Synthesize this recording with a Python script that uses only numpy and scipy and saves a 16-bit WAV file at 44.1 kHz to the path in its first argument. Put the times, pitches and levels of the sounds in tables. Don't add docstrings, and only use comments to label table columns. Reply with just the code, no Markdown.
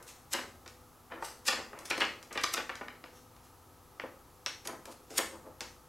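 import sys
import numpy as np
from scipy import signal
from scipy.fft import rfft, irfft, next_fast_len
from scipy.io import wavfile

SR = 44100
rng = np.random.default_rng(int(sys.argv[2]) if len(sys.argv) > 2 else 0)


def master_out(mix):
    frames = np.transpose(np.atleast_2d(mix))
    ceiling = np.clip(frames, -1, 1)
    pcm = np.round(ceiling * 32767).astype(np.int16)
    wavfile.write(sys.argv[1], SR, pcm)


N = 259640

CUTOFF_HZ = 15800
MID_HZ = 2300
POP_RING_S, POP_LOW_LINGER = 0.0033, 0.76
RUB_TILT_DB, RUB_CORNER_HZ, RUB_ROOM_DB = 4, 9200, -3.3


def from_db(db):
    return 10 ** (np.asarray(db) / 20)


def unit_energy(x):
    return x / np.sqrt(np.sum(x ** 2) + 1e-30)


def at_hz(points, hz):
    points = np.array(points)
    return np.interp(np.log(np.maximum(hz, 1)), np.log(points[:, 0]), points[:, 1])


def add(track, sound, s):
    start = round(s * SR)
    first, last = max(start, 0), min(start + len(sound), N)
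    track[first:last] += sound[first - start:last - start]


def sheet_modes(ring_s, low_linger, travel_s, count=110):
    depth = (np.arange(count) + rng.random(count))[:, None] / count
    hz = CUTOFF_HZ * (140 / CUTOFF_HZ) ** (depth * (1 + depth) / 2)
    slowness = MID_HZ / hz
    life_s = ring_s * slowness ** low_linger
    arrival_s = travel_s * np.sqrt(slowness)
    t = np.maximum(np.arange(SR // 40) / SR - arrival_s, 0)
    modes = np.sin(2 * np.pi * hz * t) * np.exp(-t / life_s) / np.sqrt(life_s)
    return unit_energy(rng.choice([-1, 1], count) @ modes)


def tint(x, tilt_db, corner_hz):
    # frequency in Hz, gain in dB.
    sheet_radiation = [(100, -27), (175, -20), (250, -5), (400, -4.5), (520, -2), (750, -4.5), (1150, -1),
                       (2100, -0.5), (3200, -2.5), (4100, -2), (5200, -0.5), (10000, -1.5), (13000, -6),
                       (16000, -18)]
    roll_off_order = 6.54
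    size = 2 * next_fast_len(len(x) // 2 + SR // 40)
    spectrum, hz = rfft(x, size), np.fft.rfftfreq(size, 1 / SR)

    energy_below = np.cumsum(np.abs(spectrum) ** 2) * 2 / size
    centre, step = np.clip(hz, 170, 13000), 2 ** .25
    upper = np.interp(centre * step, hz, energy_below)
    lower = np.interp(centre / step, hz, energy_below)
    per_octave = 2 * (upper - lower)

    held = np.clip(hz, 350, 10000)
    roll_off_db = 10 * np.log10(1 + (held / corner_hz) ** roll_off_order)
    colour_db = tilt_db * np.log2(held / MID_HZ) - roll_off_db
    gain = from_db(colour_db + at_hz(sheet_radiation, hz)) / np.sqrt(per_octave + 1e-12)

    cepstrum = irfft(np.log(gain)) * (1 + np.sign(np.fft.fftfreq(size)))
    return irfft(spectrum * np.exp(rfft(cepstrum)))


def radiate(sound, s, level_db, tilt_db, corner_hz, room_db):
    track = np.zeros(N)
    spread_over_10_ms = np.sqrt(SR / 100)
    add(track, from_db(level_db) * spread_over_10_ms * tint(sound, tilt_db, corner_hz), s)
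    return np.array([track, from_db(room_db) * track])


def stick_slip(swell_s, fade_s, per_s, spread_db, clump_db=1.5, clumps_per_s=260):
    lead_s = 4 * swell_s
    t = np.arange(-lead_s, 5 * fade_s, 1 / SR)
    jerks = (rng.random(len(t)) < per_s / SR) * rng.choice([-1, 1], len(t))
    knots = np.arange(t[0], t[-1], 1 / clumps_per_s)
    grip_db = np.interp(t, knots, rng.uniform(-2.7, 2.8, len(knots))) * clump_db
    sizes = from_db(spread_db * np.minimum(rng.exponential(1, len(t)), 3) + grip_db)
    envelope = np.exp(np.where(t < 0, t / swell_s, -t / fade_s))
    return jerks * sizes * envelope, lead_s


def slip(s, swell_s, fade_s, *voice):
    push, lead_s = stick_slip(swell_s, fade_s, per_s=9000, spread_db=3.5)
    modes = sheet_modes(ring_s=0.00042, low_linger=0.73, travel_s=0.000457)
    return radiate(signal.fftconvolve(push, modes), s - lead_s, *voice)


def flap(s, swell_s, fade_s, *voice):
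    push, lead_s = stick_slip(swell_s, fade_s, per_s=2600, spread_db=2.5)
    modes = sheet_modes(ring_s=0.00087, low_linger=0.88, travel_s=0.0004)
    return radiate(signal.fftconvolve(push, modes), s - lead_s - .001, *voice)


def releases(count=2):
    # slide peak in seconds, flick peak in seconds, flick swell in seconds, flick level in dB,
    # flick corner in Hz, flap level in dB, flap tilt in dB per octave, flap corner in Hz,
    # flap fade in seconds, swing spacing in seconds, first swing level in dB.
    release_rows = [(0.319, 0.336, .008, -39, 9100, -33, 1.5, 4130, 0.017, 0.048, -39.5),
                    (1.453, 1.4798, 0.007, -35.5, 7250, -27.5, 3.5, 5100, 0.0071, 0.04, -35),
                    (1.853, 1.9027, 0.0019, -45.5, 7500, -31.5, 3, 3200, .02, 0.029, -40.5),
                    (1.976, 2.0043, 0.0012, -46, 5300, -25.5, 5, 2800, 0.012, .012, -27),
                    (2.414, 2.4374, 0.0014, -34.5, 5160, -34, 4, 5050, .004, .02, -55),
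                    (2.523, 2.541, .0055, -39.5, 8300, -38.5, 2.5, 5100, 0.0028, .032, -32.5),
                    (4.651, 4.6735, 0.00082, -46, 8600, -46, -1, 3020, 0.014, .014, -47),
                    (5.1045, 5.1828, .006, -34, 9500, -32, 1.04, 3470, 0.006, 0.016, -41)]
    slide_db, slide_tilt_db, slide_corner_hz = -52, 2.5, 9350
    slide_swell_s, slide_fade_share = 0.0033, .8
    flick_fade_s, flick_tilt_db, flick_room_db = 0.0028, 6, -7.5
    flap_delay_s, flap_swell_s, flap_room_db = .0055, .002, -0.44
    swing_rise_s, swing_fade_s, swing_room_db = .005, 0.013, -5.5
    swing_tilt_loss_db = 1.2
    swing_loss_db, swing_dulling = 10, 0.71
    out = 0
    for (slide_s, s, swell_s, flick_db, flick_hz, flap_db, tilt_db, flap_hz,
         fade_s, swing_s, swing_db) in release_rows:
        free_s = s + flap_delay_s
        slide_fade_s = slide_fade_share * (s - slide_s)
        out = out + slip(slide_s, slide_swell_s, slide_fade_s,
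                         slide_db, slide_tilt_db, slide_corner_hz, RUB_ROOM_DB)
        out = out + slip(s, swell_s, flick_fade_s, flick_db, flick_tilt_db, flick_hz, flick_room_db)
        out = out + flap(free_s, flap_swell_s, fade_s, flap_db, tilt_db, flap_hz, flap_room_db)
        for k in range(count):
            out = out + flap(free_s + (k + 1) * swing_s, swing_rise_s, swing_fade_s,
                             swing_db - k * swing_loss_db, tilt_db - swing_tilt_loss_db,
                             flap_hz * swing_dulling ** (k + 1), swing_room_db)
    return out


def buckle(run_s, jerk_db, count=4):
    push = np.zeros(SR // 100)
    delays = np.minimum(rng.exponential(run_s * SR, count).astype(int), len(push) - 1)
    push[delays] = from_db(jerk_db) * rng.standard_normal(count)
    push[0] = 1
    return push


def snaps():
    # start in seconds, level in dB, tilt in dB per octave, corner in Hz.
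    snap_rows = [(0.0264, -68, 7, 12000), (0.6602, -54.5, -1, 6000), (0.6772, -55, 4, 6500),
                 (1.2242, -33, 5, 1400), (1.7304, -45, 0.5, 1770), (1.7888, -56, 3, 12000),
                 (1.9115, -39.5, 3, 4730), (1.9784, -42, -2, 9000), (2.05, -42.5, -0.5, 5900),
                 (2.2273, -57, 3, 8000), (2.327, -54.5, 5.5, 8000), (2.375, -30.5, 5.5, 2800),
                 (2.386, -49, 4, 2000), (2.6934, -31, 6, 1920), (2.7541, -50.5, 3, 6000),
                 (2.8106, -40.5, 0, 2050), (2.8823, -41, 5.5, 2300), (3.0396, -49.5, -0.5, 4200),
                 (3.364, -66.5, 0.5, 7000), (3.9973, -40, 3.5, 2670), (4.0367, -46.5, -1, 1710),
                 (4.4617, -35.5, 5, 4260), (4.6556, -53.5, -2.5, 9000), (4.855, -53, 1, 12000),
                 (5.6066, -43, 4, 6140)]
    ring_s, room_db = 0.0025, -1.5
    out = 0
    for s, *voice in snap_rows:
        push = buckle(run_s=.002, jerk_db=-7)
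        sound = signal.fftconvolve(push, sheet_modes(ring_s, low_linger=0.57, travel_s=0.00047))
        direct, _ = radiate(sound, s, *voice, room_db)
        _, scattered = radiate(push, s, *voice, room_db)
        out = out + np.array([direct, scattered])
    return out


def pops(room_db=-6):
    # start in seconds, note in Hz, starting level of the decay in dB.
    pop_rows = [(1.2243, 912, -31), (1.9112, 2450, -21), (2.019, 2890, -19), (2.3769, 1916, -24.5),
                (2.4406, 1180, -22), (2.542, 1294, -28.5), (3.998, 2040, -32.5), (4.0375, 501, -35.5),
                (4.4617, 5570, -24), (4.4636, 2670, -32)]
    t, track = np.arange(SR // 20) / SR, np.zeros(N)
    for s, hz, peak_db in pop_rows:
        ring_s = POP_RING_S * (MID_HZ / hz) ** POP_LOW_LINGER
        note = np.sin(2 * np.pi * hz * t) * np.exp(-t / ring_s)
        add(track, from_db(peak_db) * note, s)
    return np.array([track, from_db(room_db) * track])


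def rubs():
    # peak time in seconds, swell in seconds, fade in seconds, level in dB.
    rub_rows = [(0.0803, 0.0092, 0.049, -52.5), (1.25, .014, 0.039, -46.5), (1.8549, .0015, .008, -52),
                (3.169, 0.046, .048, -60.5), (3.46, 0.026, .03, -67), (4.924, .015, 0.0057, -57.5),
                (5.169, .025, 0.0055, -50)]
    return sum(slip(*row, RUB_TILT_DB, RUB_CORNER_HZ, RUB_ROOM_DB) for row in rub_rows)


def wobbles():
    # peak time in seconds, swell in seconds, fade in seconds, level in dB, corner in Hz.
    wobble_rows = [(0.007, .013, 0.022, -53, 1920), (1.121, 0.0073, 0.014, -41.5, 2460),
                   (1.162, 0.0033, 0.095, -45, 1520), (1.584, .011, 0.012, -40.5, 2780),
                   (1.748, .0235, 0.084, -45.5, 2140), (2.308, 0.00098, 0.037, -45, 2560),
                   (2.361, 0.0075, 0.0098, -39, 3070), (4.045, .004, 0.0077, -44, 900),
                   (4.729, .0075, 0.013, -43.5, 1300), (4.882, 0.0081, .017, -44.5, 1040),
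                   (5.106, .004, 0.045, -42, 696), (5.344, 0.017, 0.011, -45, 1130),
                   (5.469, .021, .013, -44.5, 1010), (5.613, .006, 0.02, -45.5, 2190)]
    tilt_db, room_db = 0.08, -1
    return sum(flap(s, swell_s, fade_s, level_db, tilt_db, corner_hz, room_db)
               for s, swell_s, fade_s, level_db, corner_hz in wobble_rows)


def room_tail(build_s=0.0075, count=13):
    # frequency in Hz, reverberation time in seconds.
    reverb_times = [(200, 0.85), (530, 0.47), (1400, 0.38), (3700, 0.37), (9700, 0.47), (15000, 0.12)]
    t = np.arange(SR // 2) / SR
    hz, white = np.fft.rfftfreq(len(t), 1 / SR), rfft(rng.standard_normal(len(t)))
    edges, out = np.geomspace(100, SR / 2, count), 0
    build_up = 1 - np.exp(-(t / build_s) ** 2)
    for low, high in zip(edges, edges[1:]):
        band = irfft(white * ((hz >= low) & (hz < high)), len(t))
        decay = np.exp(-np.log(1000) * t / at_hz(reverb_times, np.sqrt(low * high)))
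        out = out + unit_energy(band * decay * build_up) * np.sqrt(high - low)
    return unit_energy(out)


def room(x, side_db=-15):
    # delay in seconds, level in dB against the diffuse tail.
    echo_rows = [(.0032, -29), (.009, -10.5), (0.0208, -11)]
    mid = room_tail()
    for delay_s, echo_db in echo_rows:
        mid[round(delay_s * SR)] += from_db(echo_db)
    mid = unit_energy(mid)
    side = from_db(side_db) * room_tail()
    return np.array([signal.fftconvolve(x, mid + sign * side)[:N] for sign in (1, -1)])


def hum(waver=0.72, count=30):
    # frequency in Hz, level in dB rms.
    hum_tones = [(59, -70.5), (88, -70), (158, -77), (245, -73.5), (263, -80.5), (500, -71.5)]
    t, out = np.arange(N) / SR, 0
    for hz, level_db in hum_tones:
        knots = 1 + waver * (rng.standard_normal(count) + 1j * rng.standard_normal(count))
        sway = np.interp(t, np.linspace(0, t[-1], count), knots)
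        tone = np.real(sway * np.exp(2j * np.pi * hz * t))
        out = out + from_db(level_db) * unit_energy(tone)
    return np.sqrt(N) * out


def steady_noise(spectrum, side_db):
    gain = from_db(at_hz(spectrum, np.fft.rfftfreq(N, 1 / SR)))
    mid, side = [unit_energy(irfft(rfft(rng.standard_normal(N)) * gain, N)) for _ in range(2)]
    return np.sqrt(N) * (mid + from_db(side_db) * side * np.array([[1], [-1]]))


def fan(level_db=-59.5):
    # frequency in Hz, relative density in dB per Hz.
    rush_colour = [(25, -6), (60, -2.5), (115, 1.5), (190, -9.5), (270, -5), (350, -4), (620, -11),
                   (830, -3.5), (1080, -9), (1280, -3), (1420, -13.5), (2200, -21), (5000, -24)]
    tones = hum() + from_db(-15) * hum() * np.array([[1], [-1]])
    return from_db(level_db) * steady_noise(rush_colour, side_db=-14) + tones


def microphone_hiss(level_db=-69):
    # frequency in Hz, relative density in dB per Hz.
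    hiss_colour = [(500, 0.5), (3000, 0.5), (6300, 4), (10400, -3), (11200, 11), (12000, 3), (15500, -7.5)]
    return from_db(level_db) * steady_noise(hiss_colour, side_db=-18)


def scene(left_db=0.48):
    direct, scattered = releases() + snaps() + pops() + rubs() + wobbles()
    balance = from_db([[left_db], [-left_db]])
    return (direct + room(scattered) + fan()) * balance + microphone_hiss()


def record(dry):
    return signal.sosfilt(signal.ellip(12, .1, 90, CUTOFF_HZ, fs=SR, output="sos"), dry)


dry = scene()
out = record(dry)
master_out(out)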